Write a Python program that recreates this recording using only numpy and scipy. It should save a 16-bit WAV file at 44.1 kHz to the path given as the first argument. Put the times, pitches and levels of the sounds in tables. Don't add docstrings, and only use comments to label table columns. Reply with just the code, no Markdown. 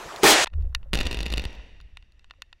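import sys
import numpy as np
from scipy import signal
from scipy.fft import rfft, irfft
from scipy.io import wavfile
from scipy.ndimage import uniform_filter1d

SR = 44100
rng = np.random.default_rng(int(sys.argv[2]) if len(sys.argv) > 2 else 0)


def rack_gain(trim_db):
    fader = np.asarray(trim_db, float)
    return 10 ** (fader / 20)


def output_pcm(signal):
    pcm = np.clip(np.atleast_2d(signal).T, -1, 1) * 32767
    wavfile.write(sys.argv[1], SR, np.round(pcm).astype(np.int16))


N = 114660
CHANGE_S = 0.4462
WAKE_S = 0.93

# [Hz, dB per Hz]
YARD_SPECTRUM = [(18, -34), (30, 0.5), (75, -9), (221, -8), (280, -19.5), (345, -2.5), (889, -3),
                 (6900, -19.5), (16000, -38)]
# [s, dB, dB, dB]
CLOSE_LEVELS = [
    (.205, -55.5, -59, -67.5),
    (.2325, -43, -34, -40),
    (.2338, 8.5, -3, -26.5),
    (.27, -10.5, -5.5, -15),
    (.31, -12.5, -15, -9.5),
    (.36, -30, -19.5, -30),
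    (.40, -38.5, -21, -29),
    (.446, -40.5, -26, -25.5),
]
# [Hz, dB]
BOOM_SPECTRUM = [(60, -20.5), (170, -19), (270, 1.5), (400, 7.5), (550, -10), (750, -2.5), (1200, -7.5),
                 (4000, -39)]
# [Hz, dB per Hz]
ROAR_SPECTRUM = [(59, -64), (100, -56.5), (662, -2.5), (1170, -10.5), (1830, -5.5), (7610, -19.5),
                 (11400, -32.5), (16000, -71)]
# [Hz, dB]
HISS_SPECTRUM = [(1000, -35.5), (3000, 6), (5000, 3), (8000, 1.5), (12000, -15.5), (16000, -21)]

# [s, dB]
GROUND_LEVELS = [(.5, -49), (.535, -33), (.56, -28.5), (.76, -33.5), (.9, -36.5), (.95, -26.5),
                 (1.4, -35.5), (1.62, -45.5), (1.95, -48), (2.2, -54.5), (2.6, -57.5)]
# [Hz, dB]
SWAY_SPECTRUM = [(10, 3), (25, -1), (50, -1), (80, -10), (105, -20), (200, -34), (400, -74)]
# [s, dB, Hz, s]
GROUND_PACKETS = [(0.534, -20, 73.9, 0.045), (0.551, -25.5, 41.44, 0.049), (0.634, -28.5, 59.36, 0.021),
                  (0.691, -28, 56.55, .035), (0.924, -18, 49.9, 0.026), (1.04, -24.5, 56.8, 0.024),
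                  (1.139, -26, 51.2, 0.074), (1.249, -24, 54.3, 0.059), (1.361, -27.5, 56, 0.02),
                  (1.452, -24.5, 55.8, 0.0095), (1.551, -35, 53.7, 0.035), (1.839, -40.5, 42.3, 0.015),
                  (1.951, -40, 38.9, 0.02)]
# [Hz, dB]
BUZZ_SPECTRUM = [(200, -2), (340, 8), (600, 2.5), (1900, -12), (4000, -48)]
# [Hz, dB]
AIR_SPECTRUM = [(60, -23.5), (100, -11), (430, -19.5), (1200, -24.5), (3000, -30), (7000, -39),
                (16000, -53.5)]

# [s, dB]
CHARGES = [(0.9322, -13), (0.9374, -13), (0.9471, -18), (0.9535, -15), (0.961, -32), (0.9675, -33.5),
           (0.9734, -19), (0.977, -30), (0.9884, -18.5), (1.0013, -28.5), (1.0046, -20),
           (1.0096, -17), (1.0126, -21), (1.0163, -30), (1.031, -27), (1.0328, -32.5), (1.0532, -28),
           (1.0568, -27), (1.0649, -24), (1.069, -18.5), (1.076, -34.5), (1.081, -43),
           (1.1116, -22.5), (1.1143, -28), (1.1192, -27.5), (1.1286, -22.5), (1.1368, -34.5),
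           (1.145, -21.5), (1.1475, -35), (1.1518, -35.5),
           (1.1713, -25.5), (1.1892, -25.5), (1.205, -23), (1.2113, -30), (1.2266, -36), (1.23, -25),
                (1.2565, -29), (1.2587, -32), (1.2629, -21), (1.2677, -26), (1.2814, -33.5),
                (1.3015, -29.5), (1.3048, -45.5), (1.3043, -31.5), (1.3184, -31.5), (1.3241, -24),
                (1.3275, -27), (1.338, -18.5), (1.3612, -33), (1.3727, -24.5), (1.3795, -18.5),
                (1.3956, -23), (1.3996, -37), (1.42, -32), (1.4395, -27.5), (1.4526, -23)]
# [Hz, s]
PIT_DECAY = [(100, 1.5), (1000, 0.82), (2500, 1.36), (6000, 0.91), (10000, 1.1)]
# [Hz, dB per Hz]
PIT_SPECTRUM = [(60, -48), (100, -15), (660, -15.5), (1000, -17), (1200, -27), (2500, -29), (6000, -36),
                (16000, -66)]

# [Hz, dB, s]
HOUSING_MODES = [(764, -9, 0.0089), (1057, -5, .012), (1426, -10, 0.016), (1900, -2.5, 0.0092),
                 (2134, -14, 0.0087), (2592, -5, 0.014), (2816, -1, 0.012), (3637, -3.5, 0.012),
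                 (4180, -7, .013), (4650, -8, 0.012), (5557, -8.5, 0.0073), (6940, -10.5, 0.0075),
                 (8660, -21.5, 0.0078)]
# [Hz, dB, s]
LINGERING_MODES = [(1841, -29.5, 0.058), (2684, -25, 0.041), (3630, -35, .037)]
# [Hz, Hz, dB]
HOUSING_BANDS = [(1900, 130, 0), (2750, 200, 3), (3680, 130, 0), (4600, 200, -6), (5700, 170, -2)]
# [s,
# dB, Hz]
TICKS = [(0.161, -26.5, 9100), (0.165, -33.5, 6530), (0.4594, -23.5, 1680), (0.4699, -19, 1490),
         (0.4728, -19, 1570), (0.4738, -27, 2480), (0.501, -53.5, 1800), (0.5324, -44.5, 1500),
         (0.5367, -36.5, 1500), (0.598, -54.5, 1640), (0.608, -50, 1520), (0.6228, -48.5, 3425),
         (.651, -51, 1417), (.662, -59, 1092), (.699, -62, 1900), (0.52, -72, 2500),
         (0.727, -47.5, 998), (0.7488, -8, 3100), (0.83, -42.5, 1290), (0.848, -61, 1590),
         (0.893, -62, 1675),
         (1.506, -38, 2675), (1.529, -39, 3900), (1.551, -40.5, 4470), (1.597, -40, 1280),
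              (1.768, -58.5, 2425), (1.802, -38.5, 1890), (1.812, -44.5, 5080), (1.9711, -25, 2100),
              (2.025, -44, 1975), (2.121, -52, 5000), (2.194, -47, 2780), (2.244, -39.5, 1900),
              (2.299, -46.5, 2025), (2.309, -29.5, 1760), (2.337, -45, 1080), (2.4205, -20.5, 2470),
              (2.528, -35, 2296)]
# [s, dB, Hz]
STAND_CREAKS = [
    (.655, -52, 540),
    (.858, -53, 545),
    (2.385, -62, 540),
]
# [Hz, dB]
SIDE_LEVELS = [(30, -28), (70, -32), (140, -24), (300, -35), (1000, -32), (2000, -38), (5000, -26),
               (12000, -19)]


def evened(x):
    return x / np.sqrt(np.mean(x ** 2) + 1e-20)


def read(points, hz):
    f, value = np.transpose(points)
    return np.interp(np.log(hz + 1), np.log(f + 1), value)


def curve(table, column):
    rows = np.transpose(table)
    return np.interp(np.arange(N) / SR, rows[0], rows[column])


def add(mix, s, sound):
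    part = mix[round(s * SR):][:len(sound)]
    part += sound[:len(part)]


def coloured(x, spectrum):
    hz = np.fft.rfftfreq(len(x), 1 / SR)
    return irfft(rfft(x) * rack_gain(read(spectrum, hz)), len(x))


def banded(x):
    hz = np.fft.rfftfreq(len(x), 1 / SR)
    lift = sum(rack_gain(db + 9.0) / (1 + ((hz - f) / half_width) ** 2) for f, half_width, db in HOUSING_BANDS)
    return irfft(rfft(x) * (1 + lift), len(x))


def noise(spectrum, patchy_db):
    frames = N // 128 + 5
    patches = rng.standard_normal((257, frames))
    patches = uniform_filter1d(patches, size=8, axis=0)
    patches = evened(uniform_filter1d(patches, size=10, axis=1))
    z = signal.stft(rng.standard_normal(N + 512), nperseg=512, noverlap=384)[2][:, :frames]
    z = z * rack_gain(patchy_db * patches[:, :z.shape[1]])
    patchy = signal.istft(z, nperseg=512, noverlap=384)[1][:N]
    return evened(coloured(patchy, spectrum))


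def knock(db, centre_hz):
    t = np.arange(2600) / SR
    focus_db, contact_s = 4.5, 0.0004
    snap_db, snap_s, snap_top = -13, 0.001, 2.5
    hz, mode_db, t60 = np.transpose(HOUSING_MODES + LINGERING_MODES)[:, :, None]
    luck = rng.standard_normal((3, len(hz), 1))
    level_db = mode_db - focus_db * np.log2(hz / centre_hz) ** 2 + 1.1 * luck[0] - 60 * t / t60
    phase = 2 * np.pi * hz * (1 + 0.021 * luck[1]) * t + np.pi * luck[2]
    ring = (rack_gain(level_db) * np.sin(phase)).sum(0)
    ring = ring * (1 - np.exp(-(t / contact_s) ** 2))

    f = np.fft.rfftfreq(len(t), 1 / SR) + 1
    response = (f / (f + centre_hz)) ** 3 / (1 + (f / centre_hz / snap_top) ** 4)
    snap = evened(irfft(rfft(rng.standard_normal(len(t))) * response, len(t)))
    snap_envelope = (1 - np.exp(-t / 0.000067)) * np.exp(-t / snap_s)
    crack = ring / abs(ring).max() + rack_gain(snap_db) * snap_envelope * snap
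    return rack_gain(db - 2) * crack


def quiet():
    t = np.arange(N) / SR
    early = t < WAKE_S
    air = rack_gain(-72 - 7.0 * early) * evened(banded(noise(AIR_SPECTRUM, patchy_db=-1.5)))
    buzz = rack_gain(-31.5 + curve(GROUND_LEVELS, column=1)) * early * noise(BUZZ_SPECTRUM, patchy_db=4.0)
    return (t > CHANGE_S) * (air + buzz)


def rattles():
    out = np.zeros(N)
    t = np.arange(4000) / SR
    creak_t60_s, creak_rise_s = 0.099, 0.0013
    for s, db, hz in TICKS:
        add(out, s, knock(db, hz))
    for s, db, hz in STAND_CREAKS:
        envelope = rack_gain(db - 60 * t / creak_t60_s) * np.minimum(t / creak_rise_s, 1)
        add(out, s, envelope * np.sin(2 * np.pi * hz * t))
    return out


def ground():
    sway = evened(coloured(rng.standard_normal(N), SWAY_SPECTRUM))
    out = rack_gain(curve(GROUND_LEVELS, column=1)) * sway * (np.arange(N) > CHANGE_S * SR)
    t = np.arange(SR // 2) / SR
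    for s, db, hz, rise_s in GROUND_PACKETS:
        u = t / rise_s
        envelope = u ** 2 * np.exp(2 - 2 * u)
        add(out, s, -rack_gain(db) * envelope * np.sin(2 * np.pi * hz * t))
    return out


def scatter():
    out = np.zeros(N)
    start_s, end_s = 0.935, 1.2
    for at, size, tint in rng.random((160, 3)):
        db = -54 - 4.0 * np.log(size + 0.0058) - 4.7 * at
        add(out, start_s + at * (end_s - start_s), knock(db, centre_hz=2000 * 2 ** (0.33 * tint)))
    return out


def pit_echo(clicks):
    raw = banded(coloured(rng.standard_normal(2 * SR), PIT_SPECTRUM))
    hz, t, z = signal.stft(raw, SR, nperseg=256)
    decay = rack_gain(-60 * t / read(PIT_DECAY, hz)[:, None])
    tail = signal.istft(z * decay, SR, nperseg=256)[1]
    return rack_gain(7) * signal.fftconvolve(clicks, tail / np.linalg.norm(tail))[:N]


def charges():
    out, clicks = np.zeros(N), np.zeros(N)
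    t = np.arange(2600) / SR
    u, v = t / 0.0016, t / 0.00041
    push = 4 * u * (1 - u / 2) * np.exp(-u)
    dip = 3 * v * np.exp(-v)
    pressure = rack_gain(-1.5) * (push - rack_gain(1) * dip)
    lag_s = 0.00005
    for s, db in CHARGES:
        centre_hz = 3300 * 2 ** (0.1 * rng.standard_normal())
        add(out, s + lag_s, knock(db + 3.5, centre_hz) + rack_gain(db) * pressure)
        add(clicks, s + lag_s, rack_gain([db]))
    return out + scatter() + pit_echo(clicks)


def close_blast():
    ceiling, knee = 0.23, 2.2
    drive = rack_gain(-41.5) * noise(YARD_SPECTRUM, patchy_db=2.5)
    for k, spectrum in enumerate((BOOM_SPECTRUM, ROAR_SPECTRUM, HISS_SPECTRUM)):
        drive = drive + rack_gain(curve(CLOSE_LEVELS, column=k + 1)) * noise(spectrum, patchy_db=0.0)
    u = np.arange(2000) / SR / 0.0017
    add(drive, 0.2336, rack_gain(-1) * (1 - u) * np.exp(-u))
    flat = drive / (1 + abs(drive / ceiling) ** (2 * knee)) ** (0.5 / knee)
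    flat = flat + 0.25 * signal.lfilter(*signal.butter(1, 253, "high", fs=SR), flat)
    after = np.arange(N) / SR - CHANGE_S
    return flat * np.where(after < 0, 1, rack_gain(-28.5 - 2700 * after))


def scene():
    far = quiet() + rattles() + ground() + charges()
    far_ceiling = 0.19
    mid = close_blast() + np.clip(far, -far_ceiling, far_ceiling)
    side = coloured(signal.hilbert(mid).imag, SIDE_LEVELS)
    return np.array([mid + side, mid - side])


def roll_off(x):
    return signal.sosfilt(signal.butter(12, 16830, fs=SR, output="sos"), x)


def record(dry):
    low_cut = signal.butter(1, 3.1, "high", fs=SR, output="sos")
    treble_cut = signal.firwin(255, 15900, window=("kaiser", 8), fs=SR)
    mix = signal.sosfilt(low_cut, dry)
    mix = signal.oaconvolve(mix, treble_cut[None], "same")
    return roll_off(mix)


dry = scene()
out = record(dry)
output_pcm(out)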